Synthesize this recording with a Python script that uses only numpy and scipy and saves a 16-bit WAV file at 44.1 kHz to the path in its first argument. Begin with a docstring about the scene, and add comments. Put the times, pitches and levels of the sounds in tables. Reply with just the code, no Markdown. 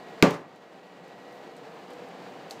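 """Indoors, on a wooden table, a small camp stove burns: its fan is rushing noise, narrow tones and a thin whine.
One hard knock lands on the tabletop: a sharp crack, ringing wood modes, a noise-built room tail, a steel rattle.
A few light clicks and tiny ticks are short rings with noisy snaps; one faint rustle is a swell of bright hiss.
Automatic gain control ducks after the knock and slowly lets the fan swell back."""
import sys
import numpy as np
from scipy import signal
from scipy.fft import rfft, irfft
from scipy.io import wavfile
from scipy.ndimage import uniform_filter1d

SR = 44100
rng = np.random.default_rng(int(sys.argv[2]) if len(sys.argv) > 2 else 0)


def to_wav(sig):
    """Store sig (one row per channel, or 1-D mono) as 16-bit WAV at the path in sys.argv[1].

    Samples outside -1..1 are clipped; the rate is SR.
    """
    pcm = np.clip(np.atleast_2d(sig), -1, 1) * 32767
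    pcm = np.round(pcm).astype(np.int16)
    wavfile.write(sys.argv[1], SR, pcm.T)  # frames by channels


N = 114660  # samples, 2.6 s

# Colour of the air rushing through the stove: hz, relative_db_per_hz
AIR_SPECTRUM = [(30, -70), (60, -65), (90, -25.5), (125, -15), (175, -2), (220, -5.5), (350, -2.5),
                (550, -2.5), (780, -2.5), (1050, -8.5), (1450, -12.5), (2100, -14.5), (2800, -18),
                (3400, -21), (4500, -22.5), (5400, -28.5), (7500, -32), (9300, -40), (12000, -43.5),
                (15000, -41)]
AIR_DB, FLUTTER_DB, FLUTTER_HZ = -45.5, 0.79, 18
# Strength of the draught: time_s, level_db
DRAUGHT = [(0, -0.5), (.6, -0.5), (1.1, 0.5), (1.8, 0), (2.35, .5), (2.6, 0)]
# Narrow tones of the fan and steel burner: pitch_hz, half_width_hz, level_db (before the draught)
WHIR_TONES = [(176.7, 27, -59), (275, 17, -60), (360, 14, -65), (457.8, 1.7, -58), (490.7, 2.6, -56.5),
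              (597.5, 10, -61.5), (706, 17, -60.5), (772.6, 11.5, -58), (812, 15, -79.5),
              (1708, 4.7, -68.5), (2920, 17, -70.5), (3940, 24, -74.5)]
WHIR_FOLLOWS = 2.8  # dB of the tones per dB of draught
# Level of the motor's whine, before its flicker: time_s, level_db
WHINE_LEVEL = [(0, -61), (.9, -61.5), (1.25, -59), (1.5, -62.5), (1.7, -80), (2.6, -67)]
WHINE_HZ, WHINE_WANDER_HZ, WHINE_WANDER_RATE_HZ = 1921, 3.5, 6.7
WHINE_FLICKER_DB, WHINE_FLICKER_RATE_HZ = 0.8, 36

# A faint bright rustle: time_s, level_db
RUSTLE_LEVEL = [(1.22, -93), (1.34, -70), (1.46, -86), (1.58, -92)]
RUSTLE_HZ = 12000

# How fast the room's late ring dies: hz, t60_s
ROOM_DECAY = [(60, 0.57), (200, 0.64), (500, 0.46), (1200, 0.54), (2500, 0.37), (6000, 0.27), (13000, 0.19)]
TAIL_BUILD_S = 0.0005
EARLY_DB, EARLY_T60_S = 5, 0.11  # reflections from near surfaces, above the late ring

# Tiny ticks, probably from the burning wood: start_s, ring_db, snap_db
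TICKS = [(.560, -72, -52), (1.080, -69, -54), (1.325, -60, -55), (1.5664, -43.5, -59), (1.9045, -56, -51),
         (1.934, -52, -55), (2.088, -60, -55)]
# What a tick rings with: pitch_hz, relative_db, t60_s
TICK_MODES = [(4070, 0, 0.0056), (8260, -6, .008), (9600, -7, 0.0045), (14500, -10, 0.0023)]
# Light clicks of hard things on the table: start_s, ring_db, snap_db
CLICKS = [(.3072, -43, -29), (2.5003, -52, -43), (2.5079, -53, -46), (2.5094, -22, -39)]
# What a click rings with: pitch_hz, relative_db, t60_s
CLICK_MODES = [(2550, -17, 0.01), (4040, -2.5, 0.0034), (4550, -1, 0.0041), (5800, -11, 0.0021),
               (7700, -13, 0.0038), (10500, -29, 0.0041)]
# Colour of the room's answer to small contacts: hz, relative_db_per_hz
CONTACT_TAIL = [(300, -26), (1500, -12), (4300, 0.5), (7200, -2), (9500, -11), (12000, -11), (15000, -15)]
TICK_ROOM_DB, CLICK_ROOM_DB = -22, -31  # relative to each contact
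SNAP_T60_S, SNAP_LOW_HZ, SNAP_HIGH_HZ = 0.014, 2200, 10600

# Colour of the steel stove's brief buzz after the knock: hz, relative_db_per_hz
RATTLE_SPECTRUM = [(700, 1), (1500, 9), (2800, 3), (4500, -0.5), (7000, -6), (9500, -15), (11500, -18),
                   (14000, -19)]
RATTLE_DB, RATTLE_HOLD_S, RATTLE_T60_S = -40.5, 0.12, 0.23
RATTLE_TOUCHES_PER_S = 16000

KNOCK_S, TABLE_LAG_S = 0.225, 0.00129
PUSH_LOW_HZ, PUSH_HIGH_HZ = 84, 1510
# The hard contact: pitch_hz, level_db, t60_s
CRACK_MODES = [(2097, -7.5, 0.02), (2550, -2.5, 0.0054), (3740, -7.5, 0.007), (4400, -6.5, 0.0058),
               (5060, -10, 0.0073), (7000, -12.5, 0.003), (13800, -21, 0.0072)]
# The tabletop and what stands on it: pitch_hz, relative_db, t60_s
TABLE_MODES = [(38, -33, 0.16), (139.7, -25, 0.39), (166.2, -19, 0.38), (195, -12.5, 0.19),
               (233, -6, 0.067), (259.7, -20, 0.31), (286.5, -19, 0.26), (354.3, -16, .16),
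               (426, -19, 0.35), (480, -20.5, 0.25), (557.4, -21.5, 0.34), (743, -27, 0.27),
               (1000, -40, 0.31), (1170, -23.5, 0.45), (1518, -20, 0.1)]
# Colour of the room's answer to the knock: hz, relative_db_per_hz
KNOCK_TAIL = [(30, -32), (70, -31), (130, -2.5), (230, -2.5), (480, 2), (700, -3), (1150, -5.5),
              (1400, -11), (2200, -10.5), (3000, -17.5), (4500, -23), (7000, -26), (9500, -36),
              (11500, -54), (13500, -39), (16000, -57)]
KNOCK_TAIL_DB = -17

# The gain falls by the slope in dB for each dB above the threshold
GAIN_THRESHOLD_DB, GAIN_SLOPE = -23, 0.5
GAIN_LAG_S, GAIN_ATTACK_S, GAIN_RELEASE_DB_PER_S = 0.037, 0.071, 4.5
CEILING, CUTOFF_HZ = 0.71, 15500


def from_db(db):
    """Decibels to gain."""
    return 10 ** (np.asarray(db) / 20)


def rms_one(x):
    """Scale to unit rms."""
    return x / np.sqrt(np.mean(x ** 2) + 1e-20)


def seconds():
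    """The time of every sample."""
    return np.arange(N) / SR


def at_time(points):
    """Draw a straight-line envelope through (time, value) points."""
    return np.interp(seconds(), *np.transpose(points))


def at_hz(points, hz):
    """Read a table on a log-frequency axis."""
    table_hz, value = np.transpose(points)
    return np.interp(np.log(np.maximum(hz, 1)), np.log(table_hz), value)


def coloured(x, shape):
    """Weight a signal's spectrum by shape(Hz), then scale to unit rms."""
    hz = np.fft.rfftfreq(N, 1 / SR)
    return rms_one(irfft(rfft(x) * shape(hz), N))


def noise(shape):
    """Steady noise of unit rms, coloured by shape(Hz)."""
    return coloured(rng.standard_normal(N), shape)


def drift(rate_hz):
    """Slow random motion of unit rms, weaker above the rate."""
    return noise(lambda f: 1 / (1 + (f / rate_hz) ** 2))


def strikes(rows):
    """One impulse for each (start_s, level_db)."""
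    force = np.zeros(N)
    for start_s, level_db in rows:
        force[int(np.clip(start_s * SR, 0, N - 1))] += from_db(level_db)
    return force


def ring(force, modes):
    """Damped resonances driven by a force, with alternating signs."""
    out = np.zeros(N)
    for k, (hz, level_db, t60) in enumerate(modes):
        r = np.exp(-np.log(1000) / (t60 * SR))
        w = 2 * np.pi * hz / SR
        mode = signal.lfilter([0, np.sin(w)], [1, -2 * r * np.cos(w), r * r], force + 1e-18)
        out += (-1) ** k * from_db(level_db) * mode
    return out


def fan():
    """Fluttering air and narrow wavering tones follow the draught; the motor whines above them."""
    draught_db = at_time(DRAUGHT)
    air_db = AIR_DB + draught_db + FLUTTER_DB * drift(FLUTTER_HZ)
    air = from_db(air_db) * noise(lambda f: from_db(at_hz(AIR_SPECTRUM, f)))

    whir = np.zeros(N)
    for hz, width, level_db in WHIR_TONES:
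        whir += from_db(level_db) * noise(lambda f: 1 / (1 + ((f - hz) / width) ** 2))
    whir *= from_db(WHIR_FOLLOWS * draught_db)

    whine_hz = WHINE_HZ + WHINE_WANDER_HZ * drift(WHINE_WANDER_RATE_HZ)
    whine_db = at_time(WHINE_LEVEL) + WHINE_FLICKER_DB * drift(WHINE_FLICKER_RATE_HZ)
    turns = np.cumsum(whine_hz) / SR
    whine = np.sqrt(2) * from_db(whine_db) * np.sin(2 * np.pi * turns)  # root 2: the level is rms
    return air + whir + whine


def rustle():
    """A short swell of very fine hiss."""
    hiss = noise(lambda f: 1 / (1 + (2 * (f / RUSTLE_HZ - 1)) ** 4))
    return from_db(at_time(RUSTLE_LEVEL)) * hiss


def room(force, spectrum):
    """Dense reflections of each blow: a quick early part, then every octave dies at its own rate."""
    r = np.exp(-1 / (TAIL_BUILD_S * SR))
    energy = signal.lfilter([1 - r], [1, -r], force ** 2 + 1e-18)

    def dying(t60):
        return signal.lfilter([1], [1, -np.exp(-2 * np.log(1000) / (t60 * SR))], energy)

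    early = from_db(EARLY_DB) ** 2 * dying(EARLY_T60_S)
    wash = rfft(noise(lambda f: from_db(at_hz(spectrum, f))))
    octave = np.log2(np.maximum(np.fft.rfftfreq(N, 1 / SR), 1))
    out = np.zeros(N)
    for k in range(5, 15):  # overlapping octaves centred from 32 Hz to 16 kHz
        band = irfft(wash * np.maximum(1 - abs(octave - k), 0), N)
        late = dying(at_hz(ROOM_DECAY, 2 ** k))
        out += band * np.sqrt(early + late)
    return out


def snap(force):
    """The brief broad rasp of two hard surfaces meeting: decaying, band-passed noise."""
    t = seconds()[:SR // 20]
    burst = rng.standard_normal(len(t)) * np.exp(-np.log(1000) * t / SNAP_T60_S)
    band = signal.butter(1, [SNAP_LOW_HZ, SNAP_HIGH_HZ], "band", fs=SR)
    return signal.lfilter(*band, signal.fftconvolve(force, burst)[:N])


def contacts(rows, modes, room_db):
    """Each contact is a short ring, a snap and a faint wash of room."""
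    rows = np.array(rows)
    blows = strikes(rows[:, [0, 1]])
    rasps = strikes(rows[:, [0, 2]])
    wash = from_db(room_db) * room(np.hypot(blows, rasps), CONTACT_TAIL)
    return ring(blows, modes) + snap(rasps) + wash


def ticks():
    """Tiny bright contacts with very short high resonances."""
    return contacts(TICKS, TICK_MODES, TICK_ROOM_DB)


def clicks():
    """Hard things touch the table and excite short bright resonances."""
    return contacts(CLICKS, CLICK_MODES, CLICK_ROOM_DB)


def rattle():
    """Dense little touches of loose steel hold for a moment after the knock, then die away."""
    age = seconds() - KNOCK_S
    touches = rng.standard_normal(N) * (rng.random(N) < RATTLE_TOUCHES_PER_S / SR)
    buzz = coloured(touches, lambda f: from_db(at_hz(RATTLE_SPECTRUM, f)))
    fade = np.exp(-np.log(1000) * np.maximum(age - RATTLE_HOLD_S, 0) / RATTLE_T60_S)
    return from_db(RATTLE_DB) * buzz * (age > 0) * fade


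def knock():
    """A sharp crack at the contact, then a softer push sets the tabletop ringing; the room answers."""
    blow = strikes([(KNOCK_S, 0)])
    band = signal.butter(1, [PUSH_LOW_HZ, PUSH_HIGH_HZ], "band", fs=SR)
    push = signal.lfilter(*band, strikes([(KNOCK_S + TABLE_LAG_S, 0)]))
    tail = from_db(KNOCK_TAIL_DB) * room(blow, KNOCK_TAIL)
    return ring(blow, CRACK_MODES) + ring(push, TABLE_MODES) + tail


def scene():
    """Stove and table, layered from the fan up to the knock."""
    return (fan() + rustle() + ticks() + clicks() + rattle() + knock())[None]


def gain_control(x):
    """Loud sound turns the gain down after a short lag; it creeps back at a steady rate."""
    power = uniform_filter1d(x ** 2, size=882, origin=440)  # mean over the last 20 ms
    level_db = 10 * np.log10(np.maximum(power, 1e-12))
    over_db = np.maximum(level_db - GAIN_THRESHOLD_DB, 0)
    over_db = np.interp(seconds() - GAIN_LAG_S, seconds(), over_db)
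    # a running peak on a rising ramp gives a straight-line release
    release = GAIN_RELEASE_DB_PER_S * seconds()
    held_db = np.maximum.accumulate(GAIN_SLOPE * over_db + release) - release
    r = np.exp(-1 / (GAIN_ATTACK_S * SR))
    cut_db = signal.lfilter([1 - r], [1, -r], held_db)
    return x * from_db(-cut_db)


def record(dry):
    """Gain control, rounded peaks and a steep cut of the top."""
    x = CEILING * np.tanh(gain_control(dry[0]) / CEILING)
    top_cut = signal.ellip(10, 0.1, 80, CUTOFF_HZ, fs=SR, output="sos")
    return signal.sosfilt(top_cut, x)[None]


dry = scene()
out = record(dry)
to_wav(out)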